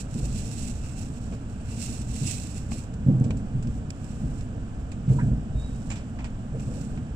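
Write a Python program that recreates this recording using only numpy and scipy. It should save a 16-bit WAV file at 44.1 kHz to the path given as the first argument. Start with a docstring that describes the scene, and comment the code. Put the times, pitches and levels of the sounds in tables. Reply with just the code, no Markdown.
"""Inside a train rolling out through a station yard, heard from a phone held at the window.
From the start filtered noise makes rumble and hiss, and clicks and noise make a sleeve rustle close by.
Joints thump from 0.15 s and three crossings of points from 3.1 s: decaying modes, boom and clatter.
Fittings tick from 1.3 s (noise bursts) and buzz from 3.3 s (rough tones); a thin tone squeaks at 5.5 s.
The phone's two ports colour the treble differently."""
import sys
import numpy as np
from scipy import signal
from scipy.fft import rfft, irfft
from scipy.io import wavfile
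from scipy.ndimage import uniform_filter1d

SR = 44100
rng = np.random.default_rng(int(sys.argv[2]) if len(sys.argv) > 2 else 0)


def inscribe(sig):
    """Save sig as 16-bit PCM at rate SR to the path in sys.argv[1].

    A 1-D sig is mono; a 2-D sig holds one channel per row.
    Samples are clipped to [-1, 1] before scaling.
    """
    pcm = np.round(np.clip(np.atleast_2d(sig).T, -1, 1) * 32767)
    wavfile.write(sys.argv[1], SR, pcm.astype(np.int16))


N = 315315
TIME = np.arange(N) / SR
FREQS = np.maximum(np.fft.rfftfreq(N, 1 / SR), 1)
OPPOSITE = np.array([[1], [-1]])  # signs of a left-right difference


def undb(db):
    """Decibels to gain."""
    return 10 ** (np.asarray(db) / 20)


def unit(x):
    """Scale to rms 1."""
    return x / np.sqrt(np.mean(x ** 2))


def curves(rows):
    """Each column of a table of (time_s, ..) rows, sample by sample."""
    time_s, *columns = np.transpose(rows)
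    return [np.interp(TIME, time_s, column) for column in columns]


def colour(x, points):
    """Causal minimum-phase filter with the response of (frequency_hz, level_db) points."""
    hz, db = np.transpose(points)
    level_db = np.interp(np.log(FREQS), np.log(hz), db)
    cepstrum = irfft(np.log(undb(level_db)), N)
    # folding the cepstrum forward makes the response causal
    cepstrum[1:N // 2] *= 2
    cepstrum[N // 2:] = 0
    response = irfft(np.exp(rfft(cepstrum)), N)[None, :N // 20]
    return signal.fftconvolve(np.atleast_2d(x), response)[:, :N]


def walk(rate):
    """Smooth random wander of rms 1, with about `rate` new values a second."""
    k = max(int(SR / rate), 1)
    steps = np.repeat(rng.standard_normal(N // k + 1), k)
    return unit(uniform_filter1d(steps, k)[:N])


def noise(side_db):
    """Stereo noise with a given share that differs between left and right."""
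    mid, side = rng.standard_normal((2, N))
    return mid + undb(side_db) * side * OPPOSITE


def fade(start, t60, rise):
    """Envelope of a blow: it builds up, then dies by 60 dB in t60 seconds."""
    age = np.maximum(TIME - start, 0)
    tenfolds = np.minimum(np.log10(1000) * age / t60, 20)
    return (1 - np.exp(-age / rise)) * 10 ** -tenfolds


def ring(start, hz, t60, rise):
    """One mode set ringing at a given moment."""
    return fade(start, t60, rise) * np.sin(2 * np.pi * hz * (TIME - start))


def strike(times, gains, response):
    """Play the first second of a response once for each blow."""
    pushes = np.zeros(N)
    np.add.at(pushes, (times * SR).astype(int), gains)
    return signal.fftconvolve(pushes, response[:SR])[:N]


# Roughness of the track under the car: time_s, roughness_db
TRACK = [(0, -2), (.35, 1.2), (1.0, -.3), (1.5, -1.8), (1.85, .7), (2.45, -1.3), (3.0, 0), (3.4, 2),
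         (3.8, .5), (4.0, -2), (4.25, 1), (4.95, -1.5), (5.5, 1.5), (6.15, -2), (6.7, 1.8), (7.15, 0)]
# Spectrum of the car heaving on its springs: frequency_hz, relative density_db (per Hz)
HEAVE = [(8, -10), (18, -0.5), (28, -3), (38, -8.5), (56, 1.5), (76, -4), (95, -2.5), (125, -17),
         (250, -71)]
# Spectrum of wheel noise through the floor: frequency_hz, relative density_db (per Hz)
FLOOR = [(60, -29), (100, 1.5), (130, 3.5), (168, -2.2), (235, 0.5), (285, -8.5), (325, -13), (390, -23.5),
         (438, -15), (500, -22), (660, -22.5), (950, -35.5), (2000, -65)]
HEAVE_DB, FLOOR_DB = -36.7, -36  # at a track roughness of 0 dB
SHAKE_DB, SHAKE_T60_S = -13, .5  # the floor shakes on after a thud; dB relative to the thud


def rumble():
    """Rough rails heave the car and shake its floor; wheel load keeps shifting and thuds stir the floor."""
    rough_db, = curves(TRACK)
    times, thud_db, *_ = blows()
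    stirred = strike(times, undb(thud_db + SHAKE_DB), fade(0, SHAKE_T60_S, rise=.01))
    heave_gain = undb(HEAVE_DB + rough_db + .7 * walk(9))
    heave = unit(colour(noise(side_db=-14.5), HEAVE)) * heave_gain
    rolling = undb(FLOOR_DB + rough_db + .7 * walk(14))
    floor = unit(colour(noise(side_db=-21), FLOOR)) * np.hypot(rolling, stirred)
    return heave + floor


# Spectrum of steady air and rolling hiss in the cabin: frequency_hz, relative density_db (per Hz)
AIR = [(100, 3.5), (400, 1.5), (750, 5.5), (1000, -3.5), (1600, -3), (2100, -10), (3000, -10), (4200, -19),
       (7800, -21), (15000, -28)]


def cabin_air():
    """Hiss of ventilation and rolling; the ports hear long waves alike and short ones apart."""
    mid, side = rng.standard_normal((2, N))
    side = colour(side, [(300, -18), (650, -14), (1000, -7), (1600, -6), (2400, -0.5), (4000, -3.5)])
    hiss = unit(colour(mid + side * OPPOSITE, AIR))
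    return hiss * undb(-49 + 0.15 * walk(5.04))


def stroke(peak, swell, die):
    """Speed of one stroke: it gathers, peaks and dies away, 20 dB in each given time."""
    tenfolds = np.maximum((peak - TIME) / swell, (TIME - peak) / die)
    return 10 ** -np.clip(tenfolds, 0, 10)


# Spectrum of the cloth's rustle close to the phone: frequency_hz, relative density_db (per Hz)
RUSTLE = [(600, -32), (1650, -14), (1980, -0.5), (2250, -2.5), (2650, 6.5), (3050, -1), (3550, -0.5),
          (4250, 2.5), (4750, -1.5), (5500, 2), (6200, 0), (7400, 1.5), (10000, -0.5), (15000, -2)]
# Strokes of the sleeve: peak_s (full speed), speed_db, swell_s (rise by 20 dB), die_s (fall by 20 dB),
# hollow_db (note of the hand's hollow relative to the stroke's speed)
STROKES = [(.005, -43, .03, .06, -20), (.135, -52, .12, .1, -20), (.195, -44.5, .07, .05, -20),
           (.25, -44.5, .05, .05, -20), (.365, -44, .2, .5, -30), (.5, -46.5, .1, .3, -24),
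           (.61, -44.5, .1, .4, -26), (.86, -52, .1, .2, -3), (.99, -46.5, .1, .2, -12),
           (1.17, -56, .15, .9, -22), (1.72, -52, .27, .2, -3), (1.83, -38.5, .13, .22, -17),
           (1.94, -44.5, .06, .24, -15), (2.17, -45, .13, .25, -17), (2.295, -34.5, .19, .15, -22),
           (2.42, -45, .25, .33, -14), (2.58, -47.5, .14, .07, -9), (2.73, -44, .06, .18, -11),
           (2.785, -48, .06, .05, -8), (3.76, -58, .1, .15, -12), (4.1, -55.5, .45, .7, -14),
           (4.39, -56.5, .25, .12, -12), (4.8, -59.5, .05, .12, -20), (5.13, -55, .16, .3, -16),
           (5.6, -60, .3, .9, -26), (5.87, -57, .4, .45, -26), (6.62, -57.5, .12, .3, -10),
           (6.82, -53, .45, .28, -16)]
CREEP_DB, CREEP_SPREAD_DB = -65.5, 3  # the cloth also shifts slightly all the time
STICK_DB = -61.5  # below this speed the cloth sticks and its rustle falls silent
HOLLOW_HZ, HOLLOW_WIDTH_HZ = 2680, 300


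def sleeve():
    """Catching fibres give dense tiny clicks in uneven spurts; strokes also sound the hand's hollow."""
    rub_power = undb(CREEP_DB + CREEP_SPREAD_DB * walk(16)) ** 2
    hollow_power = 0
    for peak, db, swell, die, hollow_db in STROKES:
        speed = undb(db) * stroke(peak, swell, die)
        rub_power = rub_power + speed ** 2
        hollow_power = hollow_power + (speed * undb(hollow_db)) ** 2
    sizes = undb(3.5 * np.minimum(rng.exponential(size=(2, N)), 4))
    caught = rng.random((2, N)) < 2500 / SR  # 2500 slips a second on average
    slips = caught * rng.standard_normal((2, N)) * sizes
    rustle = unit(colour(unit(noise(side_db=1)) + 0.77 * unit(slips), RUSTLE))
    resonance = 1 / (1 + 1j * (FREQS - HOLLOW_HZ) / HOLLOW_WIDTH_HZ) ** 2
    hollow = unit(irfft(rfft(slips) * resonance, N))
    sliding = np.sqrt(np.maximum(rub_power - undb(STICK_DB) ** 2, 0))
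    cloth = rustle * sliding * undb(2.8) + hollow * np.sqrt(hollow_power)
    return cloth * undb(1.7 * walk(90))


# Single bumps at rail joints: start_s, thud_db, boom_db, clatter_db, hardness (dB per octave)
JOINTS = [(.149, -23.5, -29, -44, 16), (.22, -28, -20.5, -40.5, 14), (1.315, -40, -45, -37, 8),
          (2.09, -32, -25, -55, 0), (2.214, -22.5, -26, -47, 11), (2.712, -30, -31, -44, 5),
          (3.55, -21, -30, -50, 0), (3.663, -23, -32, -55, 8), (4.235, -23.5, -28, -55, 7),
          (5.545, -25, -16, -58, 3), (5.632, -43, -24, -58, 0), (5.716, -43, -26.5, -60, 0)]
# A bogie runs over a set of points: start_s, thud_db, boom_db, clatter_db, hardness (dB per octave)
POINTS = [(3.063, -9.3, -22, -36.5, 0), (5.078, -11.3, -14.8, -43.5, 1), (6.524, -24, -33, -37, 2)]
# Blows within every such crossing, added to its row: two axles each drop and land, then the car settles:
# delay_s, thud_db, boom_db, clatter_db, hardness (dB per octave)
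CROSSING = [(0, -4, -15, -.5, 0), (.0215, -1, -13, -5, 0), (.082, -11, -10, -13, 2),
            (.146, -4.5, -14, -4.5, 3), (.182, -7.5, -9, -5, 5), (.232, -15, 0, -7, 7)]


def blows():
    """Every blow of the wheels: the same run of them at each set of points, single ones at the joints."""
    crossings = [np.add(points, CROSSING) for points in POINTS]
    return np.vstack(crossings + [JOINTS]).T


# Ringing of the car body: pitch_hz, level_db (relative to the thud), t60_s
BODY = [(99, -14.5, 0.15), (129.5, 3.3, .16), (148.4, -1.5, .16), (172, -8, .12), (188.2, -16.5, 0.28),
        (227.5, -11, 0.11), (339, -27, 0.14), (437, -28, 0.091)]
# Spectrum of wheel clatter as the floor lets it through: frequency_hz, relative density_db (per Hz)
CLATTER = [(150, -21), (330, -1), (480, 0.5), (650, -3.5), (850, -15), (1300, -21.5), (3000, -47)]
HARD_TOP_HZ = 230  # the effect of hardness stops growing here


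def thumps():
    """Blows ring the panels, the higher ones more when hard, and the cabin's air; the wheel clatters on."""
    times, thud_db, boom_db, clatter_db, hardness = blows()
    main_hz = BODY[1][0]
    panels = 0
    for hz, db, t60 in BODY:
        octaves = np.log2(min(hz, HARD_TOP_HZ) / main_hz)
        gains = undb(thud_db + db + hardness * octaves)
        panels = panels + strike(times, gains, ring(0, hz, t60, rise=0.0061))
    boom = strike(times, undb(boom_db), ring(0, hz=54.7, t60=0.26, rise=.006))
    clatter_gain = strike(times, undb(clatter_db), fade(0, t60=0.23, rise=0.01))
    clatter = unit(colour(noise(side_db=-21), CLATTER)) * clatter_gain
    return panels + boom + clatter


# Small ticks and clacks of cabin fittings: start_s, level_db (before fading), t60_s,
# brightness (dB per octave)
TICKS = [(1.322, -47.5, .2, -4.5), (1.927, -31, .012, 9), (2.718, -32.5, 0.031, -6),
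         (2.938, -44, 0.035, 7.5), (3.199, -42.5, 0.024, 12), (3.239, -46, 0.15, 1),
         (3.306, -31.5, 0.043, -6), (3.370, -49, 0.091, 4), (3.625, -47, .1, 2.5), (3.671, -44.5, .04, -1),
         (3.904, -31, 0.02, 3.5), (4.043, -42, .03, 7), (4.408, -44, .035, 1), (4.917, -42, 0.08, -1),
         (5.087, -48, 0.24, -5.5), (5.902, -32.5, 0.049, -3.5), (5.913, -37.5, 0.18, -3.5),
         (5.956, -46, 0.35, -3), (6.188, -41, 0.2, -7.5), (6.243, -38, 0.13, -4), (6.596, -45, 0.073, -1),
         (6.974, -39.5, .06, -7.5)]
# Spectrum of those ticks before brightness: frequency_hz, relative density_db (per Hz)
TICK = [(200, -34), (500, -14), (850, 0), (1200, -9.5), (1800, -4), (2400, 7), (3100, -1), (4000, -3.5),
        (7200, -5.5), (10000, -13.5), (15000, -17.5)]


def ticks():
    """Fittings tap each other: short cracks, duller when the contact is soft."""
    crack = rfft(colour(noise(side_db=-4), TICK))
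    octaves = np.log2(np.maximum(FREQS, 700) / 3000)
    out = 0
    for start, db, t60, tilt_db in TICKS:
        burst = unit(irfft(crack * undb(tilt_db * octaves), N))
        out = out + undb(db) * burst * fade(start, t60, rise=.0004)
    return out


# Loose fittings that buzz briefly when jolted: start_s, pitch_hz, level_db (before fading), t60_s,
# scatter (rms pitch wander as a share)
RINGS = [(3.305, 2700, -30, .035, .13), (3.303, 520, -30, 0.045, 0.202), (5.184, 960, -24.5, 0.074, 0.048),
         (5.188, 1500, -34, 0.089, 0.158), (5.199, 1600, -35, .15, 0.084), (5.193, 1950, -35, 0.073, .14),
         (5.210, 2350, -39, 0.082, .08), (5.901, 7200, -29, 0.031, 0.0207), (5.914, 7450, -41, 0.1, 0.036),
         (5.906, 870, -37, 0.12, .3), (6.199, 2150, -41, .1, .14), (6.250, 2000, -42, .08, .1)]


def rings():
    """Jolted fittings chatter against their seats, so their short tones are rough."""
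    out = 0
    for start, hz, db, t60, scatter in RINGS:
        pitch_hz = hz * (1 + scatter * walk(900))
        tone = np.sin(2 * np.pi * np.cumsum(pitch_hz) / SR)
        out = out + undb(db) * fade(start, t60, rise=0.0032) * tone
    return out * (1 + 0.24 * walk(350))


# One thin squeak, its mean course: time_s, pitch_hz, level_db
SQUEAK = [(5.53, 3690, -68), (5.595, 3735, -52), (5.622, 3725, -52), (5.643, 3830, -48), (5.68, 3810, -53),
          (5.70, 3760, -62), (5.75, 3770, -62), (5.81, 3800, -71)]


def squeak():
    """A sliding contact sings on one slightly unsteady pitch."""
    hz, db = curves(SQUEAK)
    sounding = (TIME > SQUEAK[0][0]) & (TIME < SQUEAK[-1][0])
    pitch_hz = hz * (1 + 0.005 * walk(250))
    tone = np.sin(2 * np.pi * np.cumsum(pitch_hz) / SR)
    return sounding * undb(db + 1.5 * walk(90)) * tone


LEFT_LAG_S = .00014


def scene():
    """Sound reaches the right port a moment before the left."""
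    left, right = rumble() + cabin_air() + sleeve() + thumps() + ticks() + rings() + squeak()
    left = irfft(rfft(left) * np.exp(-2j * np.pi * FREQS * LEFT_LAG_S), N)
    return np.array([left, right])


# Response of the phone's two microphone ports: frequency_hz, left_db, right_db
PORTS = [(70, 1.5, 2), (393, 0, 2), (742, -1.5, -1), (1100, -4, 3), (1560, -7, 2.5), (1960, -5.5, -3.5),
         (2860, -1.5, -2.5), (3700, -6.5, -1), (5880, -16.5, 5), (6270, -18, 2.5), (7810, -17, 12.5),
         (8760, -23.5, 2.5), (11380, -31.5, -11.5), (15000, -38, -12)]
TOP_HZ = 15300  # the phone passes nothing much above this


def record(dry):
    """Each port adds its own resonances; the phone cuts the top."""
    hz, *port_db = np.transpose(PORTS)
    heard = np.vstack([colour(x, np.transpose([hz, db])) for x, db in zip(dry, port_db)])
    top_cut = signal.ellip(10, .2, 80, TOP_HZ, fs=SR, output="sos")
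    return signal.sosfilt(top_cut, heard)


dry = scene()
out = record(dry)
inscribe(out)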